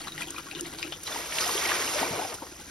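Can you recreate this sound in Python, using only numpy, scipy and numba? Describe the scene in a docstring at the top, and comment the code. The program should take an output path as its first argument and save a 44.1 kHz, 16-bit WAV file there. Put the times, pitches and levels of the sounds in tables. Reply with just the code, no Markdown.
"""Water wheel bucket fills and tips

A thin stream falls from a log spout into a wooden bucket: ringing bubbles plink and the box sounds hollow.
The wheel turns, a blade cuts the stream, and the bucket tips out: spray first, then a splashing sheet, low
gulps in the pool and last drips. Bubbles are fading sines; slaps, thuds and ticks are puffs of noise.
A brook made of many random bubbles runs behind; a phone with two microphone ports listens from close by."""
import sys
import numpy as np
from scipy import signal
from scipy.fft import rfft, irfft
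from scipy.io import wavfile
from numba import njit

SR = 44100
rng = np.random.default_rng(int(sys.argv[2]) if len(sys.argv) > 2 else 0)


def to_wav(s):
    """Save 16-bit WAV."""
    ch = np.atleast_2d(s).T  # columns
    pcm = np.round(np.clip(ch, -1, 1) * 32767)  # PCM
    wavfile.write(sys.argv[1], SR, pcm.astype(np.int16))


N = 119070  # samples, 2.7 s
T = np.arange(N) / SR  # time in seconds
F = np.arange(N + 1) * SR / (2 * N)  # frequencies in Hz of a spectrum twice as long as the sound


def undb(db):
    """Turn decibels into a gain."""
    return 10 ** (np.asarray(db) / 20)


def curve(table, column=1):
    """Join one column of a table by straight lines in time."""
    rows = np.array(table)
    return np.interp(T, rows[:, 0], rows[:, column])


def shape(table):
    """Join a table by straight lines over log frequency."""
    hz, value = np.array(table).T
    return np.interp(np.log(F + 1), np.log(hz), value)


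def filtered(x, gain):
    """Apply a frequency response."""
    return irfft(rfft(x, 2 * N) * gain)[..., :N]


def unit(x):
    """Scale to rms 1."""
    return x / np.sqrt(np.mean(x ** 2))


def tinted(pair, colour):
    """Give a sound its colour, at rms 1."""
    return unit(filtered(pair, undb(shape(colour))))


def band(hz, width):
    """Make noise around one pitch, at rms 1; the width is relative to that pitch."""
    offset = (F / hz - hz / (F + 1)) / width
    return unit(filtered(rng.standard_normal((2, N)), 1 / (1 + offset ** 2)))


def surge(rate, depth_db):
    """Make the flow uneven: a gain that heads for a new random level `rate` times a second."""
    knots = rng.standard_normal(1024)
    return undb(depth_db * np.interp(T * rate, np.arange(len(knots)), knots))


# pitch rise over a bubble's life, as a fraction; swell time, as a fraction of its life
GLIDE, SWELL = 0.069, 0.096


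@njit
def ring(start, hz, cycles, size, side, glide, swell):
    """Add up bubbles: sines that swell, fade by 60 dB and rise in pitch; row 2 is their sideways scatter."""
    out = np.zeros((2, N))
    for k in range(len(hz)):
        life = cycles[k] * SR / hz[k]  # in samples
        first = int(start[k] * SR)
        phase = 0.
        level, fade = size[k], np.exp(-np.log(1000) / life)
        shut, opening = 1., np.exp(-1 / (swell * life))
        for i in range(max(0, min(int(life), N - first))):
            phase += 2 * np.pi * hz[k] / SR * (1 + glide * i / life)
            level *= fade
            shut *= opening
            value = level * (1 - shut) * np.sin(phase)
            out[0, first + i] += value
            out[1, first + i] += value * side[k]
    return out


def bubbles(table):
    """Play single bubbles from a table, each with its own pitch and ring, without sideways scatter."""
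    start, db, hz, cycles = np.array(table, float).T
    start, cycles = np.maximum(start, 0), np.maximum(cycles, 2)
    return ring(start, hz.copy(), cycles, undb(db), 0 * db, float(GLIDE), float(SWELL))


def cloud(rate, low_hz, high_hz, cycles, spread_db):
    """Ring `rate` random bubbles a second, of uneven loudness unless spread_db is 0, with even power per Hz."""
    draws = np.random.default_rng(rng.integers(2 ** 31)).random((int(rate * N / SR), 5))
    when, pitch, loudness, length, place = draws.T
    low, high = np.sqrt(low_hz), np.sqrt(min(high_hz, .4 * SR))
    hz = (low + pitch * (high - low)) ** 2
    # a positive spread makes a few bubbles stand out, a negative one makes a few weaker
    size = undb(-spread_db * np.log(loudness + 0.19)) * hz ** .75
    side = np.sqrt(12) * (place - .5)
    return ring(when * N / SR, hz, cycles * (.5 + length), size, side, float(GLIDE), float(SWELL))


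def wooden(modes):
    """Let wood resonate: each mode answers best at its own pitch and rings on for its t60."""
    return sum(undb(db) / (1 + 2j * np.pi * (F - hz) * t60 / np.log(1000)) for hz, db, t60 in modes)


# Tone colour of the brook. Each row: frequency in Hz, relative strength in dB.
BROOK_COLOUR = [(100,-1),(350,-2.5),(800,-5),(1800,-4.5),(4000,-8),(6200,1),(8500,-8),(12000,-7.5),(14000,-24),(16000,-9)]
# Tone colour of the open-air rumble. Each row: frequency in Hz, relative strength in dB.
RUMBLE_COLOUR = [(20,-62),(48,2),(80,-0.5),(140,-8),(300,-6.5),(900,-80)]


def brook():
    """Water runs steadily behind the wheel as a dense cloud of bubbles, over a low noise rumble of open air."""
    water = cloud(rate=7000, low_hz=127.0, high_hz=16100, cycles=15, spread_db=-2.5)
    water = tinted(water, BROOK_COLOUR) * surge(rate=20, depth_db=0.6)
    rumble = tinted(rng.standard_normal((2, N)), RUMBLE_COLOUR)
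    return undb(-48.0) * water + undb(-56.5) * rumble


def burst(start, db, hz, length, width):
    """An impact: a puff of noise around one pitch swells at once and falls by 60 dB in its length."""
    age = np.maximum(T - start, 0) / length
    return band(hz, width) * undb(db - 60 * age) * (1 - np.exp(-age / 0.076))


# Lumps of water that slap wood or pool.
# Each row: start in seconds, level in dB before the swell, centre in Hz, length in seconds.
SLAPS = [(0.0786,-28,1190,0.025),(0.347,-41,1600,0.011),(0.817,-36,4600,0.054),(0.921,-29.5,755,0.048),(1.032,-25.5,8040,0.03),(1.072,-25.5,3630,.045),(1.076,-24,1530,0.023),
         (1.3216,-26.5,2400,0.052),(1.3845,-12.5,2200,0.017),(1.404,-19.5,5450,0.068),(1.687,-23.5,2480,0.096),(1.708,-21.5,1580,0.033),(1.74,-25,1390,0.12),(1.979,-25,1800,.15),
         (2.32,-28.5,744,0.059),(2.423,-29.5,600,0.067),(2.466,-38,1180,0.036)]
# The bulk of the water thudding into the pool.
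# Each row: start in seconds, level in dB before the swell, centre in Hz, length in seconds.
THUDS = [(1.81,-51,74.4,.15),(2.107,-29.5,133,0.12)]
# Single drops that tick on bare wood. Each row: start in seconds, level in dB before the swell.
TICKS = [(0.305,-20),(0.6079,-15.5),(2.342,-20.5)]


def impacts():
    """Falling water slaps and thuds as broad puffs of noise; drops on wood tick as short, high ones."""
    slaps = sum(burst(*slap, width=1.0) for slap in SLAPS)
    thuds = sum(burst(*thud, width=0.53) for thud in THUDS)
    ticks = sum(burst(start, db, hz=7500, length=0.014, width=0.45) for start, db in TICKS)
    return slaps + thuds + ticks


WALL_S, WALL_DB = .0021, -15.5  # delay in seconds and level of the plank's echo
BOX_T60_S, BOX_DB = 0.1, -4.5  # time in which the box's tail falls by 60 dB; its level


def boxed(pair):
    """The facing plank gives one quick echo, and the wooden box adds a short tail of fading noise."""
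    tail = rng.standard_normal((2, N)) * undb(-60 * T / BOX_T60_S) * (T > WALL_S)
    tail = undb(BOX_DB) * unit(tail) / np.sqrt(N)
    echo = undb(WALL_DB) * np.exp(-2j * np.pi * F * WALL_S)
    return filtered(pair, 1 + echo) + filtered(pair[0], rfft(tail, 2 * N))


# Bubbles in the filling bucket.
# Each row: start in seconds, level in dB, starting pitch in Hz, ring length in cycles of that pitch.
PLINKS = [(0.0177,-24.5,4370,52), (0.0726,-19.5,1170,10.5), (0.0818,-22,3850,44), (0.1202,-23.5,3720,62),
          (.1790,-17,1950,16), (.207,-37,1680,14), (0.2202,-16,2470,21), (.271,-28,3300,30),
          (.2845,-24.5,3200,18), (0.3447,-28,1080,13), (.3619,-26,2450,44), (.382,-19,1276,18),
          (0.3843,-29,2380,36), (.468,-32,1110,28), (.486,-30,1390,31), (0.5123,-20,2530,21),
          (0.5499,-18.5,3600,33), (0.557,-25,2930,30), (.6544,-26.5,2040,33), (.661,-26,4200,30),
          (0.7868,-18.5,4520,21), (0.8227,-23,4920,45), (0.8284,-11,2500,10.4), (.850,-35,1390,16),
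          (.8672,-33,2750,20), (0.9229,-18,3040,20), (.9270,-19.5,3475,33), (.9365,-23,3450,36)]
DROP_SPRAY_DB, DROP_SPRAY_S = -16, 0.012  # a drop's spray relative to its bubble; seconds to fall by 60 dB


def plinks():
    """Each drop sends up a brief hiss of spray and leaves a ringing bubble."""
    spray = 0
    for start, db, hz, cycles in PLINKS:
        age = np.maximum(T - start, 0) / DROP_SPRAY_S
        spray = spray + undb(db - 60 * age) * (T >= start)
    return bubbles(PLINKS) + undb(DROP_SPRAY_DB) * spray * band(hz=3400, width=1.5)


# Tone colour of the stream's babble. Each row: frequency in Hz, relative strength in dB.
STREAM_COLOUR = [(150,6.5),(330,10),(550,-1),(800,5),(1050,-1),(1450,6),(2600,-2),(4000,0.5),(6800,-17),(9000,-42)]
# Tone colour of its fizz. Each row: frequency in Hz, relative strength in dB.
FIZZ_COLOUR = [(3000,-13.5),(5500,-16),(7400,-6),(9500,-13),(11500,-13),(13500,-31),(16000,-14)]
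# Hollow ring of the bucket.
# Each row: pitch in Hz, relative strength in dB, time to fall by 60 dB in seconds.
BUCKET = [(154.5,-3,.4),(288,-7,0.18),(334.8,1.7,0.3),(416,-9.5,0.11),(780,-37,0.11),(1610,-30,0.16)]
# Strength of the thin stream. Each row: time in seconds, gain in dB on babble and fizz.
STREAM_STRENGTH = [(0,-0.5),(.2,-0.5),(.32,-3),(.45,-2),(.7,0.5),(.93,-2.5),(.98,-10),(1.1,-6),(2.3,-13.5),(2.7,-7.5)]
# How hard the stream drums the bucket. Each row: time in seconds, level of the hollow ring in dB.
DRUMMING = [(0,-54.5),(.3,-48.5),(.5,-56),(.6,-48.5),(.92,-47.5),(1,-60),(2.7,-106)]


def stream():
    """The thin stream makes small bubbles, fizz and plinks, and its drumming rings the hollow bucket."""
    babble = boxed(cloud(rate=1600, low_hz=133.0, high_hz=6560, cycles=27.5, spread_db=5.0))
    babble = undb(-45.5) * tinted(babble, STREAM_COLOUR)
    fizz = cloud(rate=3500, low_hz=2700, high_hz=17000, cycles=7.6, spread_db=7.0)
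    fizz = undb(-48.0) * tinted(fizz, FIZZ_COLOUR)
    knocks = cloud(rate=700, low_hz=95, high_hz=1850, cycles=2.46, spread_db=3.5)
    hollow = unit(filtered(knocks, wooden(BUCKET)))
    water = (babble + fizz) * undb(curve(STREAM_STRENGTH)) * surge(rate=65, depth_db=4.5)
    return water + hollow * undb(curve(DRUMMING)) + boxed(plinks())


# Resonances of the lower buckets and planks, rung by the pour.
# Each row: pitch in Hz, strength in dB relative to the direct sound, time to fall by 60 dB in seconds.
WHEEL = [(270.5,0,0.17),(349.6,-1.5,0.25),(465,-2.5,0.16),(629,3,0.18),(681,1.5,0.24),(779.5,-1,0.23),(910,-11,0.23),(1900,0.5,0.11),(2165,-5,0.14),(2336,-1,0.11),(3172,-5,0.16),(5210,-14,0.11)]
# Tone colour of the gurgle. Each row: frequency in Hz, relative strength in dB.
GURGLE_COLOUR = [(60,-14.5),(150,-12),(250,-10.5),(350,-1.5),(500,-1),(700,-5.5),(950,-5),(1800,-12.5)]
# Tone colour of the splash. 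Each row: frequency in Hz, relative strength in dB.
SPLASH_COLOUR = [(500,-21),(850,-2),(1400,-2.5),(2200,-2),(3200,-9.5),(4500,-8.5),(8000,-14)]
# Tone colour of the spray. Each row: frequency in Hz, relative strength in dB.
SPRAY_COLOUR = [(2000,-6),(3600,-1),(4300,-3),(5400,3),(7000,1),(9000,-2.5),(12000,-4.5),(13500,-15),(16000,-14)]
# The emptying bucket, before each layer's fixed trim.
# Each row: time in seconds, gurgle in dB, splash in dB, spray in dB.
POUR = [(1.0, -101, -82, -61), (1.07, -51, -46, -40.5), (1.088, -47, -35, -42.5), (1.17, -42, -34, -39.5),
        (1.288, -49, -39, -43.5), (1.37, -44.5, -32.5, -34), (1.41, -40, -29, -33),
        (1.544, -40, -30.5, -33.5), (1.69, -35.5, -26, -34), (1.934, -39.5, -31.5, -35),
        (2.028, -32.5, -29, -36), (2.09, -37.5, -33.5, -39.5), (2.2, -34, -34, -40.5),
        (2.305, -45, -39, -44), (2.332, -43.5, -41, -49), (2.352, -42.5, -44, -41),
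        (2.368, -50.5, -54, -55), (2.388, -55, -63, -52), (2.4, -48.5, -58, -51)]
POUR_RISE_DB_S, POUR_FALL_DB_S = 295, 72  # slopes before the first row and after the last, in dB per second
# Large bubbles in the bucket and the pool below.
# Each row: start in seconds, level in dB, starting pitch in Hz, ring length in cycles of that pitch.
GULPS = [(.531,-32.5,790,22),(.553,-27.5,310,13),(.571,-24,327,10),(.612,-25,353,17),(.626,-26,332,18),(.847,-32,602,14),(.848,-36,345,23),(.884,-31,328,13),
         (1.160,-18.5,910,22),(1.420,-23,1270,82),(1.459,-21.5,710,56),(1.492,-13.5,1060,16),
         (1.551,-17.5,394,17),(1.716,-20,1160,39),(1.718,-9,1680,19),(1.957,-16.5,596,41),(1.996,-27,334,31),
         (2.010,-25,636,70),(2.015,-19.5,274,11),(2.024,-21,905,64),(2.028,-12.5,750,18),(2.045,-23,347,13),
         (2.191,-15.5,723,31),(2.218,-18.5,855,40),(2.247,-19.5,753,29),(2.384,-30.5,1360,37),(2.420,-26.5,288,10),(2.421,-21.5,930,17),(2.520,-29,356,10)]
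# Small bright bubbles where the pour spatters.
# Each row: start in seconds, level in dB, starting pitch in Hz, ring length in cycles of that pitch.
SPATTERS = [(1.068,-19,3940,89),(1.126,-23,3500,78),(1.3232,-15,1920,4.4),(1.3852,-15,2200,25),(1.386,-30,2600,20),
            (1.442,-16,5100,100),(1.577,-17,3290,60),(1.653,-17,2110,61),(1.693,-15,2100,30),
            (1.877,-14,2800,31),(1.992,-16,3580,33)]


def pour():
    """The bucket tips out: spray, splash and gurgle are bubble clouds in their own spurts, ringing the wheel."""
    wheel = 1 + wooden(WHEEL)
    gurgle = cloud(rate=1400, low_hz=58.5, high_hz=1516, cycles=24.6, spread_db=2.0)
    gurgle = undb(0.56) * tinted(filtered(gurgle, wheel), GURGLE_COLOUR)
    splash = cloud(rate=3000, low_hz=603.0, high_hz=4545, cycles=35.5, spread_db=1.7)
    splash = undb(-5.5) * tinted(filtered(splash, wheel), SPLASH_COLOUR)
    spray = cloud(rate=11000, low_hz=2538, high_hz=15420, cycles=41, spread_db=0.0)
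    spray = undb(2) * tinted(filtered(spray, wheel), SPRAY_COLOUR)
    sheet = 0
    for column, layer in enumerate([gurgle, splash, spray], start=1):
        sheet = sheet + layer * undb(curve(POUR, column)) * surge(rate=49, depth_db=0.56)
    before, after = np.maximum(POUR[0][0] - T, 0), np.maximum(T - POUR[-1][0], 0)
    edges = undb(-POUR_RISE_DB_S * before - POUR_FALL_DB_S * after)
    return sheet * edges + bubbles(GULPS) + bubbles(SPATTERS)


# How widely sounds scatter left and right. Each row: frequency in Hz, strength in dB.
SCATTER = [(150,-28.5),(1000,-15.5),(2800,-3),(5300,-9.5),(7500,-50),(9300,-10.5),(14000,-15.5)]
# Phase lead of the left port over the right. Each row: frequency in Hz, lead in radians.
PORT_LEAD = [(150,0),(800,.9),(1900,0),(3000,0),(4300,.8),(5200,-.1),(7200,3),(8100,3.3),(10400,6.2),(11700,6.4),(13300,9.3),(15500,9.6)]
EVEN_HZ = 6000  # both ports get the same gain from here up


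def ports(pair, side):
    """Two microphone ports hear a sound with unlike level and phase; its scatter is opposite in the two."""
    sign = np.array([[1], [-1]])  # left, right
    wide = filtered(pair[1], undb(shape(SCATTER)))
    balance_db = shape(np.vstack([side, (EVEN_HZ, 0)]))
    gain = undb(sign * balance_db / 2) * np.exp(.5j * sign * shape(PORT_LEAD))
    return filtered(pair[0] + sign * wide, gain)


# Left minus right for the top of the wheel. Each row: frequency in Hz, difference in dB.
TOP_SIDE = [(380,0.5),(750,11),(1400,7),(2100,3),(3100,8.5),(4200,0.5)]
# Left minus right for the foot of the wheel. Each row: frequency in Hz, difference in dB.
FOOT_SIDE = [(420,.5),(650,5),(1250,5.5),(1750,-1),(2800,-5.5),(4000,-1.5)]


def scene():
    """Place the stream at the top of the wheel; pour, impacts and brook come from the side of its foot."""
    return ports(brook() + impacts() + pour(), FOOT_SIDE) + ports(stream(), TOP_SIDE)


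TOP_HZ = 15900  # highest frequency the phone passes


def record(dry):
    """The phone cuts the top with a steep low-pass filter."""
    return signal.sosfilt(signal.ellip(10, .2, 80, TOP_HZ, fs=SR, output="sos"), dry)


dry = scene()
out = record(dry)
to_wav(out)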